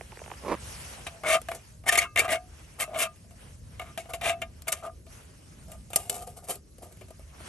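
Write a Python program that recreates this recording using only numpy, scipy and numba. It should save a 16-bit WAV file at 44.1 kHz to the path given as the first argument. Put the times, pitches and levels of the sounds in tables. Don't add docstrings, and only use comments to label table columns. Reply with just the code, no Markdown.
import sys
import numpy as np
from scipy import signal
from scipy.fft import rfft, irfft
from scipy.io import wavfile
from scipy.ndimage import uniform_filter1d
from numba import njit

SR = 44100
rng = np.random.default_rng(int(sys.argv[2]) if len(sys.argv) > 2 else 0)


def output_pcm(signal):
    pcm = np.clip(np.atleast_2d(signal).T, -1, 1) * 32767
    wavfile.write(sys.argv[1], SR, np.round(pcm).astype(np.int16))


N = 329868

# (f/Hz, level/dB)
RUMBLE_LEVEL = [(0, -47), (1.15, -45.5), (2.0, -48.5), (4.0, -46), (4.4, -46.5), (5.9, -46.5), (6.7, -48.5),
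                (7.48, -46)]
RUMBLE_SPECTRUM = [(12, -57.5), (20, -19), (40, -9), (70, -0.5), (236, -16.5), (315, -22), (440, -25.5),
                   (654, -27), (698, -42.5), (900, -46.5), (1170, -63.5), (1980, -120)]
# (t/s, hiss level/dB, body level/dB), before the layer gains
RUSTLE_LEVELS = [(0, -60, -56.5), (.45, -56.5, -50.5), (.58, -57.5, -48.5), (.66, -48.5, -46),
                 (.9, -50.5, -45), (1.03, -55.5, -49), (1.2, -61, -56), (1.68, -62, -58),
                 (1.84, -67.5, -71), (2.45, -65.5, -62.5), (2.61, -62, -54.5), (3.13, -66, -63.5),
                 (3.35, -65.5, -65), (3.42, -61.5, -51.5), (3.6, -65.5, -65.5), (3.78, -63.5, -56.5),
                 (4.5, -68, -61.5), (5.05, -68, -69), (5.13, -58, -52), (5.33, -65, -61.5),
                 (5.66, -62.5, -59.5), (5.88, -65, -66), (6.65, -69, -71), (6.97, -64.5, -63.5),
                 (7.2, -65.5, -62.5), (7.33, -65, -59.5), (7.48, -53.5, -43)]
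# (f/Hz, level/dB)
HISS_SPECTRUM = [(3000, -16), (4200, -4), (5800, -1), (7500, -3.5), (9500, -0.5), (11000, 1),
                 (12000, -12.5), (12800, -36.5)]
BODY_SPECTRUM = [(200, -6.5), (500, -1.5), (1500, -4), (3000, -5.5), (4000, -15), (6000, -55)]
# (f/Hz, share 0-1)
LIKENESS = [(60, 0.99), (250, 0.73), (800, 0.1), (6500, 0.46), (8500, 0.3), (10000, 0.98)]
# (t/s, level/dB before the band gains, share of the low end 0-1)
CREAK_SLIPS = [(.01, -29, 0.57), (0.12, -33.5, 0.53), (.128, -43, 1), (.157, -45, .1), (0.172, -35, 0.45),
               (0.192, -37, .3), (.201, -42, 0.5), (.216, -32.5, 0.65), (0.24, -39, 0.27),
               (.261, -33.5, 0.48), (.278, -36.5, 0.7), (0.301, -34, 0.47), (.315, -24.5, 0.45),
               (0.338, -35, 0.5)]
# (f/Hz, level/dB)
CRUNCH_LEVEL = [(0.42, -54), (0.434, -41.5), (0.494, -23), (0.548, -24.5), (0.558, -49), (0.58, -55)]
CRUNCH_SPECTRUM = [(60, -5), (130, -3.5), (550, 4.5), (760, -6), (1050, 1), (1500, -16), (2300, -14),
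                   (3000, -27), (4300, -29.5), (5000, -29), (11000, -36)]
# (t/s, damping factor of boom and knock, their pitch factor, damping factor of thin tin,
# wire handle level/dB, knock over the contact level/dB)
HAND_GRIP = [(1, 4.9, 1.08, 9, -19, -13), (1.3, 0.36, 0.96, 0.83, -17, -18),
             (1.35, 0.44, 0.98, 0.92, -8, -15), (1.39, 3, 1, 3.5, -2, -4), (1.5, 1.8, 1.01, 12, -4, -2),
             (1.87, 2.9, 1.047, 1.4, -22.5, -19.5), (2.03, 1.9, 1.04, 1.5, -9, -12),
             (2.08, 1.5, 1.044, 0.73, -7, -6), (2.2, 1.9, 1.034, 1.4, -8, -7),
             (2.33, 1.27, .98, 1.9, -4, -17), (2.45, 0.95, 1.02, 1.6, -1, -12),
             (2.9, 1.08, 0.98, 1.67, 0.5, -28), (3.899, 2.7, 1.007, 2.6, -14, -3.5),
             (4.35, 0.9, 1.026, 1.67, -15, -21.5), (4.7, 3, .98, 2.4, -0.5, -15),
             (4.86, 0.76, 1.01, 2.1, -21, -14), (4.92, 2.2, 0.995, 2.1, -8, -13.5),
             (5.8, 2.5, 0.99, 1.66, 5, -20.5), (5.97, 3.2, 1.06, 1.5, 2, -8),
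             (6.2, 0.57, 1.077, 2.9, -2, -0.5), (6.5, 5.2, 1.07, 2.2, 0, -4.5),
             (7.4, 2.6, 0.93, 2.7, -5.5, 3)]
# (start t/s, rise/s, hold/s, fall/s, grit level/dB,
# then over the grit: hollow boom level/dB, wall level/dB, thin tin level/dB)
SCRAPE_STROKES = [(0.953, .01, 0.028, .02, -74.5, 24.5, 1.5, 0),
                  (1.064, 0.0029, 0.0013, 0.039, -42.5, 3, -6, 7),
                  (1.09, .02, 0.11, .02, -74, 20.5, -9, -9),
                  (1.232, 0.049, 0.07, 0.042, -33, 8.5, 2.5, 4.5),
                  (1.483, 0.0071, 0.062, 0.049, -53, 10.5, -5, -0.5),
                  (1.857, 0.029, 0.0077, 0.019, -22.5, -4.5, -8, -0.5),
                  (1.91, 0.0023, 0.047, 0.027, -35, 0.5, -9, 4),
                  (1.971, 0.0033, 0.013, 0.047, -27.5, -4, -13, -0.5),
                  (2.001, 0.0091, 0.019, 0.048, -43, 4.5, -1, 10), (2.029, .01, .018, .008, -73, 9, 37, -2),
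                  (2.154, .038, 0.0025, 0.042, -26, -4.5, -10, 3.5),
                  (2.215, 0.0043, 0.037, 0.036, -48, 16, 13.5, 9.5),
                  (2.276, 0.03, 0.029, 0.052, -34.5, 9, -4.5, 7),
                  (2.782, .025, 0.015, 0.049, -33, 1, -6.5, -2),
                  (2.865, .01, 0.18, 0.025, -72.5, 34, 17, 8),
                  (2.93, 0.016, 0.018, 0.013, -59.5, 22, 14, 15),
                  (2.954, 0.038, 0.041, 0.047, -31, -7.5, -4.5, -3.5),
                  (3.787, 0.0044, 0.11, 0.03, -66, 9.5, 10, 5),
                  (3.977, .003, .002, 0.092, -44, 4, -23, -4.5),
                  (4.086, 0.011, 0.0089, 0.033, -48.5, 6.5, 0, -10),
                  (4.123, 0.0081, 0.018, .04, -56, 13, -8, -10),
                  (4.207, .034, 0.059, 0.049, -36.5, 9, -1, 4.5),
                  (4.414, 0.0017, .002, 0.043, -50, 14, 1, 7),
                  (4.668, 0.016, .002, 0.033, -34, -1, -11.5, -9),
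                  (4.717, 0.0041, 0.0056, 0.032, -29.5, -13, -9.5, -9.5),
                  (4.736, 0.0091, .04, 0.09, -54, 4, -7, -2), (4.82, 0.016, .03, 0.0374, -52, 20, 10.5, -3),
                  (5.675, 0.0054, 0.061, .05, -63, 14.5, 1, -9.5),
                  (5.893, 0.046, 0.017, .005, -49, -20, -16, -7),
                  (5.963, .003, 0.018, 0.26, -45.5, 4, -15, -11.5),
                  (6.101, .003, 0.063, 0.077, -45, 4.5, -11, -13.5),
                  (6.195, 0.025, 0.0023, 0.068, -48, -4, -11, -17),
                  (6.263, 0.0065, 0.0026, 0.15, -53.5, 3.5, -13.5, -13),
                  (6.36, 0.0092, .002, 0.073, -51, -2, -7.5, -19),
                  (6.419, 0.025, .002, 0.044, -51.5, 2, -16, -14),
                  (6.466, 0.022, 0.029, 0.081, -38.5, -9.5, -12.5, -12.5),
                  (6.806, 0.029, .002, 0.096, -53.5, 9.5, -11, -12.5),
                  (6.904, 0.021, .002, .025, -56, -22.5, -15.5, -14)]
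# (t/s, tick level/dB, then over the tick: boom level/dB, thin tin level/dB; tick t60/s)
TAP_EVENTS = [(1.068, -35, -11, -1, 0.024), (1.2357, -44, 17, 7.5, 0.027), (1.2625, -35.5, 17, 1, 0.019),
              (1.4171, -33.5, -20, -13, .023), (1.4865, -34, 11, 4.5, 0.021), (1.516, -33.5, 8, 1, 0.029),
              (1.5491, -32, -15, -30.5, 0.091), (1.838, -53.5, 14, -2, 0.056), (1.865, -40, 4, 6.5, .025),
              (1.9245, -17.5, -8, -6, 0.094), (1.955, -17.5, -20, -2, 0.026), (1.9776, -9.5, -7, -11, .019),
              (2.039, -32, -2.5, -1.5, .02), (2.1605, -20.5, -4, 2.5, 0.017),
              (2.1744, -23.5, -19.5, 8, 0.021), (2.185, -23, 1.5, -5.5, .027), (2.281, -40, 11, 7.5, 0.04),
              (2.2911, -33.5, 7.5, 9.5, 0.025), (2.8, -26, -7, -4, 0.051), (3.1603, -51, -25, -12, 0.05),
              (3.242, -59, 11.5, -13, 0.027), (3.3088, -50.5, 4.5, -11.5, 0.067),
              (3.7963, -35.5, 10, 0, 0.031), (3.8145, -43, 8.5, -1, 0.077), (3.9765, -26, -1, -4.5, 0.025),
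              (4.0567, -59, 24, 5, 0.026), (4.0959, -39, 7.5, -15, 0.046), (4.136, -26.5, 0.5, -10, 0.042),
              (4.145, -29, -5, -15.5, 0.063), (4.2123, -34.5, -2, -4, 0.068), (4.4184, -32, 5, 2, 0.038),
              (4.6211, -30.5, -14.5, -25, .016), (4.6719, -45, -5.5, 4, 0.042),
              (4.6815, -18.5, -13, -7.5, 0.031), (4.688, -31, -6.5, -14, .022),
              (4.7219, -15.5, -28.5, -26, 0.018), (4.7327, -23.5, -10.5, -24, 0.028),
              (5.0662, -47.5, 1, -11, .032), (5.7182, -37, -11.5, -13, 0.036),
              (5.904, -41.5, 4.5, -18, 0.051), (5.9331, -26, -1.5, -10.5, 0.024),
              (5.96, -7, -10.5, -26, 0.033), (6.097, -14, -33, -27, 0.036), (6.1427, -34.5, -14, -18, .054),
              (6.192, -39, -11, -22, .03), (6.2237, -37, 1.5, -24.5, 0.033),
              (6.2726, -39.5, .5, -33.5, 0.045), (6.3752, -42.5, -10.5, -22.5, .043),
              (6.4945, -25.5, -4, -21.5, 0.06), (6.506, -23, -11, -17, 0.053), (6.556, -35, -7, -33, .03),
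              (6.7835, -45, -9, -20.5, 0.04), (6.824, -44, 2, -18.5, 0.11),
              (6.971, -46.5, -34, -16.5, 0.023), (7.011, -46, 0, -6, 0.081),
              (7.0839, -46.5, -8.5, -15.5, .03), (7.1056, -43, 2, -14.5, 0.037), (7.1941, -47, 0, -16, .04),
              (7.4042, -45.5, 5, -6, 0.029)]
TAP_GAINS_DB = [-3.5, .5, -3.5, 1, 1, -5.5]
RISE_SHARES = [1, .35, 0.31, 0.64, 0.88]
FADE_SHARES = [0.88, 0.82, 0.51, 0.99, .9]
# (t/s, level/dB)
CAP_BALANCE = [(1.07, -3), (1.3, -1.5), (1.55, -6), (1.9, -4.5), (2.2, -5), (2.35, -7.5), (2.82, -4.5),
               (2.96, 2.5), (3.8, -3), (4.3, .5), (4.7, -1.5), (6.0, -0.5), (7.2, -4)]
# (f/Hz, level/dB, t60/s), f and t60 before the hands' factors
LOG_MODES = [(380.2, -4.5, 0.56), (410, -7.5, 0.017), (465.7, 1, .07), (591.7, -5.5, 0.073)]
BOOM_MODES = [(625, -7, 0.073), (663.3, 3.5, 0.19), (718, -6.5, 0.26), (777.5, -11, 0.0356)]
# (f/Hz, level/dB, t60/s), t60 before the hands' factor
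WALL_MODES = [(1108, -9.5, 0.049), (1209, -4, .27), (1260, -9, 0.12), (1396, -11, 0.04)]
RIM_MODES = [(1553, -14.5, 0.12), (1630, -12, .25), (1670, -10, 0.057), (1840, -9, .07), (2052, -6, .06),
             (2130, -14, 0.19), (2190, 0.5, 0.051)]
CAP_MODES = [(2380, 0.5, 0.063), (2540, -11.5, .13), (2632, -6.5, 0.23), (2757, 1, 0.071),
             (3084, -5, 0.044), (3160, -12.5, 0.04), (3570, -5.5, .035)]
FRAME_MODES = [(4250, -25.5, .06), (5330, -11.5, .05), (5990, -4.5, 0.053), (6790, -3.5, 0.1),
               (7160, -3, .06), (7530, 3, .04), (8970, 0, .05), (9220, 2.5, 0.032)]
# (f/Hz, level/dB)
GRIT_SPECTRUM = [(250, -35.5), (900, -13.5), (3000, -4.5), (4500, -1), (7000, 0), (9000, 6.5),
                 (11000, 12.5), (12300, -4.5), (13000, -8.5), (13600, -38)]
TICK_SPECTRUM = [(250, -36.5), (1500, -9.5), (4500, -2), (8000, -5), (11000, 8), (12500, -4), (14000, -2),
                 (15500, 2.5)]
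WIRE_SPECTRUM = [(6000, -27.5), (7300, -3), (9000, 2), (11300, 1.5), (12500, 0), (13500, -10), (15500, -9)]
# (f/Hz, level/dB)
BARE_RIM_SPECTRUM = [(900, -31.5), (1500, -3.5), (2300, -2.0), (2700, -34)]
BARE_CAP_SPECTRUM = [(2000, -31.0), (2400, 1.5), (3900, -5.0), (4600, -17.0)]
# (peak t/s, level/dB, f/Hz at the peak, glide/(share per s), rise to peak/s, fall/s)
LEVER_SLIPS = [(1.285, -35, 2214, 0.082, 0.033, .03), (1.345, -23.5, 2220, .1, 0.041, 0.0047),
               (1.896, -13, 1830, 1.3, 0.0042, 0.0023), (1.991, -6.5, 2190, .3, 0.0059, 0.0013),
               (2.195, -18, 2242, 4.7, 0.018, 0.012), (2.83, -23, 2140, .3, 0.0074, 0.0027),
               (4.007, -41, 2190, 0.29, 0.0054, 0.0071)]
SQUEAK_OVERTONES_DB = [0.5, -17.5, -18.5, -21.5, -14.5]
# (f/Hz, level/dB)
LANTERN_TILT = [(300, 2), (1500, 1.5), (2200, 3.5), (6500, 4.5), (8000, 1.5), (16000, -2)]
# (f/Hz, level/dB)
MIC_RESPONSE = [(20, -18), (45, -3), (11500, 0), (12500, -6.5), (13500, -24.5), (16000, -31)]
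# (f/Hz, phase/rad)
LEFT_LEAD = [(100, 0), (650, .45), (1300, .3), (2800, 1.1), (5000, 1), (6200, 0), (7800, .9), (8600, 0),
             (10200, -np.pi), (11900, -2 * np.pi), (12400, -2 * np.pi), (13700, -3 * np.pi),
             (15500, -4 * np.pi)]

ENDS_DB, SWELL_DB = -31.5, 3
KNOCK_LAG, SOFT_TAP_DB = .4, -35
EDGE_HZ = 16400


def amp(db):
    return 10 ** (np.asarray(db) / 20)


def evened(x):
    return x / np.sqrt(np.mean(x ** 2) + 1e-20)


def read(points, hz):
    f_hz, value = np.transpose(points)
    return np.interp(np.log(hz + 1), np.log(f_hz + 1), value)


def add(mix, start_s, sound):
    part = mix[..., round(start_s * SR):][..., :sound.shape[-1]]
    part += sound[..., :part.shape[-1]]


def curve(rows, column=1):
    rows = np.vstack(rows)
    return amp(np.interp(np.arange(N) / SR, rows[:, 0], rows[:, column]))


def coloured(x, spectrum):
    log_gain = np.log(amp(read(spectrum, abs(np.fft.fftfreq(4096, 1 / SR)))))
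    taps = np.fft.ifft(np.exp(np.conj(signal.hilbert(log_gain)))).real[:2048]
    return signal.oaconvolve(x, taps / np.linalg.norm(taps))[:N]


def grains(per_s, spread_db):
    size = amp(spread_db * np.minimum(rng.exponential(1, N), 4))
    sign = rng.choice([-1., 1.], N)
    return evened(size * sign * (rng.random(N) < per_s / SR))


def air(spectrum, patchy_db, size):
    hz = np.fft.rfftfreq(size, 1 / SR)
    a, b, c, d, patches = rng.standard_normal((N * 4 // size + 5, len(hz), 5)).T
    patches = evened(uniform_filter1d(uniform_filter1d(patches, 12, 0), 10, 1))
    alike = read(LIKENESS, hz)[:, None]
    left = a + 1j * b
    right = alike * left + np.sqrt(1 - alike ** 2) * (c + 1j * d)
    z = np.array([left, right]) * amp(read(spectrum, hz)[:, None] + patchy_db * patches)
    return evened(signal.istft(z, nperseg=size, noverlap=size * 3 // 4)[1][:, :N])


def rumble():
    return curve(RUMBLE_LEVEL) * air(RUMBLE_SPECTRUM, 2.1, size=4096)


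def rustle():
    hiss = amp(4.0) * curve(RUSTLE_LEVELS) * air(HISS_SPECTRUM, 2.4, size=512)
    body = amp(-0.5) * curve(RUSTLE_LEVELS, column=2) * air(BODY_SPECTRUM, 1.8, size=512)
    return hiss + body


def creaks():
    out, t = np.zeros(N), np.arange(900) / SR
    high = signal.butter(4, [650, 2600], "band", fs=SR)
    low = signal.butter(4, [350, 1100], "band", fs=SR)
    for start_s, db, low_share in CREAK_SLIPS:
        noise = rng.standard_normal(len(t))
        snap = amp(15.5) * signal.lfilter(*high, noise * amp(-60 * t / 0.0074))
        thud = amp(19.5) * signal.lfilter(*low, noise * amp(-60 * t / 0.022))
        add(out, start_s, amp(db) * ((1 - low_share) * snap + low_share * thud))
    return out


def crunch():
    n = np.arange(N)
    inside = (n > CRUNCH_LEVEL[0][0] * SR) & (n < CRUNCH_LEVEL[-1][0] * SR)
    return coloured(grains(800, 1.4) * curve(CRUNCH_LEVEL) * inside, CRUNCH_SPECTRUM)


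def creaking():
    out = creaks() + crunch()
    return np.array([amp(-4.5) * np.roll(out, 3), amp(0.5) * out])


def hands(column):
    rows = np.array(HAND_GRIP)
    return np.interp(np.arange(N) / SR, rows[:, 0], rows[:, column])


def cap_over_rim_db(t_s):
    return np.interp(t_s, *np.transpose(CAP_BALANCE))


def grit_texture():
    wander_db = 4 * evened(uniform_filter1d(rng.standard_normal(N), 200))
    teeth = np.cumsum(210 * amp(wander_db)) / SR
    size = amp(4.5 * np.clip(rng.standard_normal(N), -2, 1.4))[teeth.astype(int)]
    bite = 0.6 + 1.3 * size * np.exp(-(teeth % 1) / 0.24)
    return evened(bite * grains(12000, 0.72))


def scraping():
    force, knock_db = np.zeros((6, N)), hands(column=5)
    rise_shares, fade_shares = np.c_[list(RISE_SHARES) + [1]], np.c_[list(FADE_SHARES) + [1]]
    for start_s, rise_s, hold_s, fall_s, grit_db, boom_db, wall_db, tin_db in SCRAPE_STROKES:
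        corners_s = np.cumsum(np.maximum([0, rise_s, hold_s, fall_s], [0, .001, .001, .001]))
        t = np.arange(0, corners_s[-1], 1 / SR)
        swing_db = np.interp(t, corners_s, [ENDS_DB, -SWELL_DB / 2, SWELL_DB / 2, ENDS_DB])
        cap_db = tin_db + cap_over_rim_db(start_s)
        over_db = np.array([knock_db[round(start_s * SR)], boom_db, wall_db, tin_db, cap_db, 0])
        follow = np.where(t < rise_s, rise_shares, fade_shares)
        levels_db = grit_db + over_db[:, None] + swing_db * follow
        add(force, start_s, amp(levels_db) * signal.windows.tukey(len(t), .1))
    return force * grit_texture()


def tapping():
    force, t, knock_db = np.zeros((6, N)), np.arange(3000) / SR, hands(column=5)
    edge = 1 + 0.23 * np.exp(-t / 0.00035)
    for tap_s, tick_db, boom_db, tin_db, t60_s in TAP_EVENTS:
        log_db = knock_db[round(tap_s * SR)] - KNOCK_LAG * (tick_db - SOFT_TAP_DB)
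        wall_db = (boom_db + tin_db) / 2
        cap_db = tin_db + cap_over_rim_db(tap_s)
        over_db = np.array([log_db, boom_db, wall_db, tin_db, cap_db, 0])
        levels_db = tick_db + over_db + np.array(TAP_GAINS_DB)
        noise = rng.standard_normal(len(t))
        burst = (0.61 * np.sign(noise) + 0.34 * noise) * edge
        add(force, tap_s - .0005, amp(levels_db[:, None] - 60 * t / t60_s) * burst)
    return force


@njit
def resonate(push, loss, turn, damping, pitch):
    out, a, b, g = np.zeros(len(push)), 0., 0., 0.
    for n in range(2, len(push)):
        if n % 32 == 2:
            r, w = 1 - loss * damping[n], turn * pitch[n]
            a, b = 2 * r * np.cos(w), r * r
            g = 2 * np.sin(w) * np.sqrt(1 - r)
        out[n] = g * push[n] + a * out[n - 1] - b * out[n - 2]
    return out


def ring(drive, modes, low=False):
    if low:
        damping, pitch = hands(column=1), hands(column=2)
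    else:
        damping, pitch = hands(column=3), np.ones(N)
    out, chance = np.zeros(N), rng.standard_normal(N)
    for k, (hz, db, t60_s) in enumerate(modes):
        push = amp(db) * drive * np.roll(chance, k * SR // 2)
        loss, turn = np.log(1000) / (t60_s * SR), 2 * np.pi * hz / SR
        out += resonate(push, loss, turn, damping, pitch)
    return out / np.linalg.norm(amp([db for _, db, _ in modes]))


def rung_parts(force):
    log, boom, wall, rim, cap, frame = force
    low = ring(log, LOG_MODES, low=True) + ring(boom, BOOM_MODES, low=True)
    tin = ring(wall, WALL_MODES) + amp(-2.0) * ring(rim, RIM_MODES)
    tin += amp(-1.5) * ring(cap, CAP_MODES) + amp(-8.5) * ring(frame, FRAME_MODES)
    return low + tin


def bare_contact(scrape, tap):
    rim, cap, frame = (scrape + tap)[3:]
    out = amp(0.5) * coloured(scrape[-1], GRIT_SPECTRUM) + coloured(tap[-1], TICK_SPECTRUM)
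    out += amp(-11.0) * coloured(rim, BARE_RIM_SPECTRUM)
    out += amp(-5.5) * coloured(cap, BARE_CAP_SPECTRUM)
    jingle = amp(hands(column=4)) * frame * rng.standard_normal(N)
    return out + coloured(jingle, WIRE_SPECTRUM)


def squeaks():
    out, t = np.zeros(N), np.arange(-2000, 2000) / SR
    for peak_s, db, hz, glide, rise_s, fall_s in LEVER_SLIPS:
        turns = hz * t * (1 + glide * t / 2)
        tone = np.zeros(len(t))
        for k, overtone_db in enumerate(SQUEAK_OVERTONES_DB):
            tone += amp(overtone_db) * np.sin(2 * np.pi * (k + 1) * turns + k)
        swell = np.exp(-(t / np.where(t < 0, rise_s, fall_s)) ** 2)
        add(out, peak_s + t[0], amp(db) * tone * swell)
    return out


def echoes(x):
    t, turns = np.arange(1500) / SR, 7 * np.arange(N) / SR
    sparse = rng.standard_normal((3, 2, 1500)) * (rng.random((3, 2, 1500)) < .05)
    taps = sparse * amp(-60 * t / 0.044) * (t > .001)
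    taps /= np.linalg.norm(taps, axis=2)[..., None]
    out = np.zeros((2, N))
    for k, pattern in enumerate(taps):
        window = np.sqrt(2 / 3) * np.cos(np.pi * (turns + k / 3))
        out += signal.oaconvolve((x * window)[None], pattern, axes=1)[:, :N]
    return out


def lantern():
    scrape, tap = scraping(), tapping()
    direct = rung_parts(scrape + tap) + bare_contact(scrape, tap) + squeaks()
    band = signal.butter(4, [1500, 7800], "band", fs=SR)
    both = direct + amp(-3.5) * echoes(signal.lfilter(*band, direct))
    half_tilt_db = read(LANTERN_TILT, np.fft.rfftfreq(N, 1 / SR)) / 2
    return irfft(rfft(both) * amp([half_tilt_db, -half_tilt_db]), N)


def scene():
    return rumble() + rustle() + creaking() + lantern()


def record(dry):
    hz = np.fft.rfftfreq(N, 1 / SR)
    right_lag = np.exp(-1j * np.interp(hz, *np.transpose(LEFT_LEAD)))
    phases = np.array([np.ones(len(hz)), right_lag])
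    channels = irfft(rfft(dry) * amp(read(MIC_RESPONSE, hz)) * phases, N)
    band_limit = signal.firwin(511, EDGE_HZ, window=("kaiser", 9), fs=SR)
    return signal.oaconvolve(channels, band_limit[None], "same")


dry = scene()
out = record(dry)
output_pcm(out)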